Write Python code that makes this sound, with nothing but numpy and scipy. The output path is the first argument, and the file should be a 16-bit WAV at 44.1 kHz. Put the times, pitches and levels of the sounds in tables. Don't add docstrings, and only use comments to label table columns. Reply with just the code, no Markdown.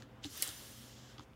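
import sys
import numpy as np
from scipy import signal
from scipy.fft import rfft, irfft, next_fast_len
from scipy.io import wavfile
from scipy.ndimage import uniform_filter1d, map_coordinates

SR = 44100
rng = np.random.default_rng(int(sys.argv[2]) if len(sys.argv) > 2 else 0)


def wrap_up_sound(samples):
    columns = np.atleast_2d(samples).T
    tamed = np.clip(columns, -1, 1)
    steps = np.round(tamed * 32767).astype(np.int16)
    wavfile.write(sys.argv[1], SR, steps)


def boost(x):
    u = np.asarray(x, float) / 20
    return 10 ** u


N = 59535


def unit(x):
    return x / np.sqrt(np.mean(x ** 2) + 1e-20)


def along(points, hz):
    point_hz, value = np.transpose(points)
    return np.interp(np.log(hz + 1), np.log(point_hz + 1), value)


def curves(rows):
    time_s, *columns = np.transpose(rows)
    return [np.interp(np.arange(N) / SR, time_s, column) for column in columns]


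def wobble(rate):
    return map_coordinates(rng.standard_normal(200), [np.arange(N) * rate / SR])


def filtered(x, response):
    size = next_fast_len(len(x) + 8192)
    return irfft(rfft(x, size) * response(np.fft.rfftfreq(size, 1 / SR)), size)[:len(x)]


def peak(f, hz, width_hz):
    damping = 1j * f * width_hz
    return damping / (hz * hz - f * f + damping)


def coloured(x, spectrum):
    low_end, high_end = (spectrum[0][0] * .7, -60), (spectrum[-1][0] * 1.015, -120)
    closed = [low_end] + list(spectrum) + [high_end]
    return unit(filtered(x, lambda f: boost(along(closed, f))))


def patchy(depth_db):
    z = signal.stft(rng.standard_normal(N + 512), nperseg=512)[2]
    field = uniform_filter1d(rng.standard_normal(z.shape), size=6, axis=0)
    field = uniform_filter1d(field, size=8, axis=1)
    return unit(signal.istft(z * boost(depth_db * unit(field)), nperseg=512)[1][:N])


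def burst(t60):
    count = 1500
    x = rng.standard_normal(count) * boost(-60 * np.arange(count) / SR / t60)
    x[0] = 3.55
    return x


def add(track, s, x):
    part = track[round(s * SR):][:len(x)]
    part += x[:len(part)]


# pitch_hz, level_db (rms), width_hz
HUM_PARTIALS = [(58.9, -71, 7.1), (120.1, -60.5, 4.94), (218.3, -67, 4), (246.2, -68, 13.6),
                (293.8, -71.5, 8), (523, -72, 11)]


def hum():
    t = np.arange(N) / SR
    out = np.zeros(N)
    for hz, db, width_hz in HUM_PARTIALS:
        drift_cycles = np.cumsum(wobble(40.07)) * width_hz / SR
        tone = np.sqrt(2) * np.sin(2 * np.pi * (hz * t + drift_cycles))
        out += boost(db + 0.53 * wobble(11.7)) * tone
    return out


# frequency_hz, level_db (per Hz)
AIR_SPECTRUM = [(28, -25), (55, 0), (95, -2), (160, -7.5), (270, -7.5), (600, -12.5), (1600, -17.5),
                (3700, -27.5)]
AIR_DB = -59.5


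def air():
    return boost(AIR_DB + 1.4 * wobble(13.73)) * coloured(patchy(depth_db=1.5), AIR_SPECTRUM)


# frequency_hz, level_db (per Hz)
HISS_SPECTRUM = [(3000, 0), (5000, 5), (9000, -4), (15800, -4)]
HISS_DB = -80


def hiss():
    return boost(HISS_DB) * coloured(patchy(depth_db=0.0), HISS_SPECTRUM)


# time_s, hum_gain_db, air_gain_db
SUPPRESSION = [(0, 3.5, -1.5), (.12, -1.5, 0.5), (.21, -1.5, 1.5), (.3, -7, -1), (.6, -3.5, 0),
               (.8, 0, -1.8), (1.2, -0.8, 0.5), (1.26, -7.5, 1), (1.35, -3, -3)]


def background():
    hum_gain_db, air_gain_db = curves(SUPPRESSION)
    return boost(hum_gain_db) * hum() + boost(air_gain_db) * air() + hiss()


# frequency_hz, t60_s
ROOM_DECAY = [(200, 0.178), (3000, 0.093), (12000, 0.11)]


def room(x):
    hz, t, z = signal.stft(rng.standard_normal(SR // 2), SR, nperseg=256)
    decay = boost(-60 * t / along(ROOM_DECAY, hz)[:, None])
    tail = signal.istft(z * decay, SR, nperseg=256)[1]
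    delayed = np.pad(x, (60, 0))
    return signal.fftconvolve(delayed, tail / np.linalg.norm(tail))[:N]


# frequency_hz, level_db (per Hz)
GLITCH_SPECTRUM = [(4050, -40), (4200, -2), (6850, 2), (6950, -42)]
GLITCH_S, GLITCH_LENGTH_S, GLITCH_DB = .556, 0.042, -60.5


def glitch():
    u = np.clip((np.arange(N) / SR - GLITCH_S) / GLITCH_LENGTH_S, 0, 1)
    noise = coloured(rng.standard_normal(N), GLITCH_SPECTRUM)
    return boost(GLITCH_DB) * np.sin(np.pi * u) * noise * [[1], [-1]]


GROAN_S, GROAN_LENGTH_S, GROAN_DB = .77, .12, -58.5
GROAN_FROM_HZ, GROAN_TO_HZ = 218, 260


def groan():
    u = np.clip((np.arange(N) / SR - GROAN_S) / GROAN_LENGTH_S, 0, 1)
    hz = GROAN_FROM_HZ + (GROAN_TO_HZ - GROAN_FROM_HZ) * u
    return boost(GROAN_DB) * np.sin(np.pi * u) * np.sin(2 * np.pi * np.cumsum(hz) / SR)


# start_s, level_db (peak)
THUMPS = [
    (.2485, -46.5),
    (1.186, -53.5),
    (0.48, -54.5),
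]
# pitch_hz, level_db, t60_s
TABLE_MODES = [(89, 7.5, 0.12), (191, 0.5, 0.11), (257, 2, 0.086), (300.2, 10, 0.073), (372, 5, 0.06),
               (802, 4.5, 0.032)]


def thumps():
    out, t = np.zeros(N), np.arange(SR // 4) / SR
    ring = sum(boost(db - 60 * t / t60) * np.sin(2 * np.pi * hz * t) for hz, db, t60 in TABLE_MODES)
    ring *= 1 - np.exp(-t / 0.0049)
    for s, db in THUMPS:
        add(out, s, boost(db) * ring)
    return out


# start_s, level_db (peak), nail_brightness_db (per octave)
TAPS = [
    (1.181, -50, -1),
    (1.1817, -40, -2),
    (1.1843, -44.5, 0),
    (1.1858, -49, 0),
    (1.1940, -43, 11),
    (1.1954, -40.5, -4.5),
    (1.1975, -48, -2),
    (1.2060, -49.5, -4),
    (1.2074, -47.5, -8),
]
# pitch_hz, width_hz, level_db
TAP_RESONANCES = [(900, 380, -3.5), (1170, 430, 4.5), (2200, 1200, -11.5), (3400, 780, 2), (4850, 1300, -5),
                  (6570, 1530, -11.5)]
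TAP_T60_S, TAP_PIVOT_HZ = 0.0044, 2000


def taps():
    out = np.zeros(N)
    for s, db, tilt_db in TAPS:
        def touch(f):
            total, sign = 0, 1
            for hz, width_hz, level_db in TAP_RESONANCES:
                gain_db = level_db + tilt_db * np.log2(hz / TAP_PIVOT_HZ)
                total = total + sign * boost(gain_db) * peak(f, hz, width_hz) ** 2
                sign = -sign
            return total
        x = filtered(burst(TAP_T60_S), touch)
        add(out, s, boost(db) * x / np.abs(x).max())
    return out


# start_s, level_db (peak),
# pitch_hz, width_hz, t60_s
SNAPS = [(.02255, -39.5, 3000, 3200, .001), (0.0229, -48.5, 6000, 3000, .001),
         (0.0226, -46.5, 1900, 1290, 0.0038), (.2397, -35.5, 2950, 1500, 0.0017),
         (0.2404, -35, 4660, 3500, .002), (0.2438, -39, 2700, 1100, 0.0022),
         (.2447, -43, 1700, 1500, 0.0067), (0.2444, -32, 3630, 1000, 0.0023),
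         (.2451, -36.5, 6500, 5040, .003), (.2520, -40, 4800, 2000, .003), (0.2568, -41, 4300, 2000, .003),
         (0.3749, -42, 2600, 2000, .003), (.376, -33, 12500, 5000, .004),
         (.4198, -31.5, 11800, 5000, .0028), (.4225, -35, 10000, 8900, .004),
         (.4240, -24, 8200, 3000, .003), (.42370, -11.5, 9300, 9500, .0006),
         (.4240, -25, 10700, 3000, .003), (.4238, -27, 4900, 2500, .003),
         (0.4247, -23, 10000, 9570, 0.0044), (0.4252, -19, 8500, 7040, .004),
         (0.4261, -28.5, 4400, 1000, .004), (0.4266, -34, 2250, 1020, .010), (0.429, -26, 9500, 8000, .005),
         (0.4277, -29.5, 3400, 1500, .004), (0.4283, -45.5, 1070, 600, 0.0046),
         (0.4305, -26.5, 10500, 8200, .012), (.4316, -39, 4600, 1200, 0.0065),
         (0.441, -35.5, 8300, 1800, 0.0037), (.4763, -28.5, 7800, 3060, .003),
         (.4780, -34.5, 7400, 2000, .002), (.4825, -39.5, 13000, 5020, .002),
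         (0.491, -35, 8500, 4000, .002), (0.4907, -31, 5000, 6060, .002), (1.3342, -55.5, 2510, 2540, .004),
         (.2520, -43.5, 300, 130, 0.022), (0.399, -50, 380, 221, 0.025), (.4260, -47.5, 420, 304, 0.02),
         (.4262, -35, 2350, 900, 0.0049)]


def snaps():
    out = np.zeros(N)
    for s, db, hz, width_hz, t60 in SNAPS:
        x = filtered(burst(t60), lambda f: peak(f, hz, width_hz) ** 3)
        add(out, s, boost(db) * x / np.abs(x).max())
    return out


GRIT_PER_S, GRIT_SPREAD_DB, GRIT_SHARE = 3000, 4, 0.21


def slip():
    hits = rng.random(N) < GRIT_PER_S / SR
    strength = boost(GRIT_SPREAD_DB * rng.standard_normal(N))
    grit = hits * np.sign(rng.standard_normal(N)) * strength
    return np.sqrt(1 - GRIT_SHARE) * patchy(depth_db=1.0) + np.sqrt(GRIT_SHARE) * unit(grit)


# time_s, rubbing_strength_db, speed_db (extra sizzle), pressure_db (extra body)
SWEEP = [(0, -67.5, -10, 0.5), (.035, -71.5, -9, -1), (.062, -89.5, -3, 12.5), (.212, -91, -3, 9),
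         (.234, -61, -16, -0.5), (.256, -53, -7.5, -4.5), (.285, -60.5, -9, -3), (.305, -58, -0.5, -6.5),
         (.37, -52, -0.5, -2.5), (.47, -51, 1.5, 1.5), (.55, -59, 2.5, 1), (.66, -59, 1, -1.5),
         (.87, -62.5, -1, -1), (.96, -63, -9.5, -2.5), (1.125, -66, -10, 0.5), (1.176, -77.5, -3.5, 6),
         (1.235, -67.5, -10, -1), (1.265, -91, 1, -7)]
# frequency_hz, level_db (per Hz)
RUB_SPECTRUM = [(3300, -28), (4200, -3), (5200, 1), (6300, 0), (7500, -0.9), (8400, -13.5), (9200, -39)]
# frequency_hz, level_db (per Hz)
SIZZLE_SPECTRUM = [(7000, -31.5), (8300, 1.5), (10500, 0.5), (13000, -1), (15500, -3), (15800, -8.5)]
# frequency_hz, level_db (per Hz)
BODY_SPECTRUM = [(350, -10.5), (900, -7.5), (1500, -1.5), (2000, -3), (2500, -5.5), (3000, 3), (3700, 0.8),
                 (5500, -14.5)]
RUB_DB, BODY_DB, SIZZLE_DB = -0.2, 1, -1.06


def sweep():
    strength_db, speed_db, pressure_db = curves(SWEEP)
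    rub = boost(RUB_DB) * coloured(slip(), RUB_SPECTRUM)
    sizzle = boost(speed_db + SIZZLE_DB) * coloured(slip(), SIZZLE_SPECTRUM)
    body = boost(pressure_db + BODY_DB) * coloured(slip(), BODY_SPECTRUM)
    return boost(strength_db + 0.4 * wobble(60.1)) * (rub + sizzle + body)


ROOM_DB, TAP_ROOM_DB = -6.5, -10.5


def scene():
    steady = background() + groan() + sweep()
    touches = taps() + thumps()
    creases = snaps()
    answer = room(boost(ROOM_DB) * creases + boost(TAP_ROOM_DB) * touches)
    mono = creases + touches + answer + steady
    return np.array([mono, mono])


def low_pass(x):
    return signal.sosfilt(signal.butter(12, 16970, fs=SR, output="sos"), x)


TOP_HZ, END_HZ, OVER_TOP_DB = 15900, 16900, -20
PIERCE_DB = -28


def record(dry):
    x = dry[0]
    loud = np.sqrt(np.abs(uniform_filter1d(x ** 2, size=300))) > boost(PIERCE_DB)
    opening = uniform_filter1d(loud * 1., size=200)
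    treble = filtered(x, lambda f: (f >= TOP_HZ) * (f < END_HZ))
    limited = filtered(x, lambda f: f < TOP_HZ)
    return low_pass(limited + boost(OVER_TOP_DB) * opening * treble + glitch())


dry = scene()
out = record(dry)
wrap_up_sound(out)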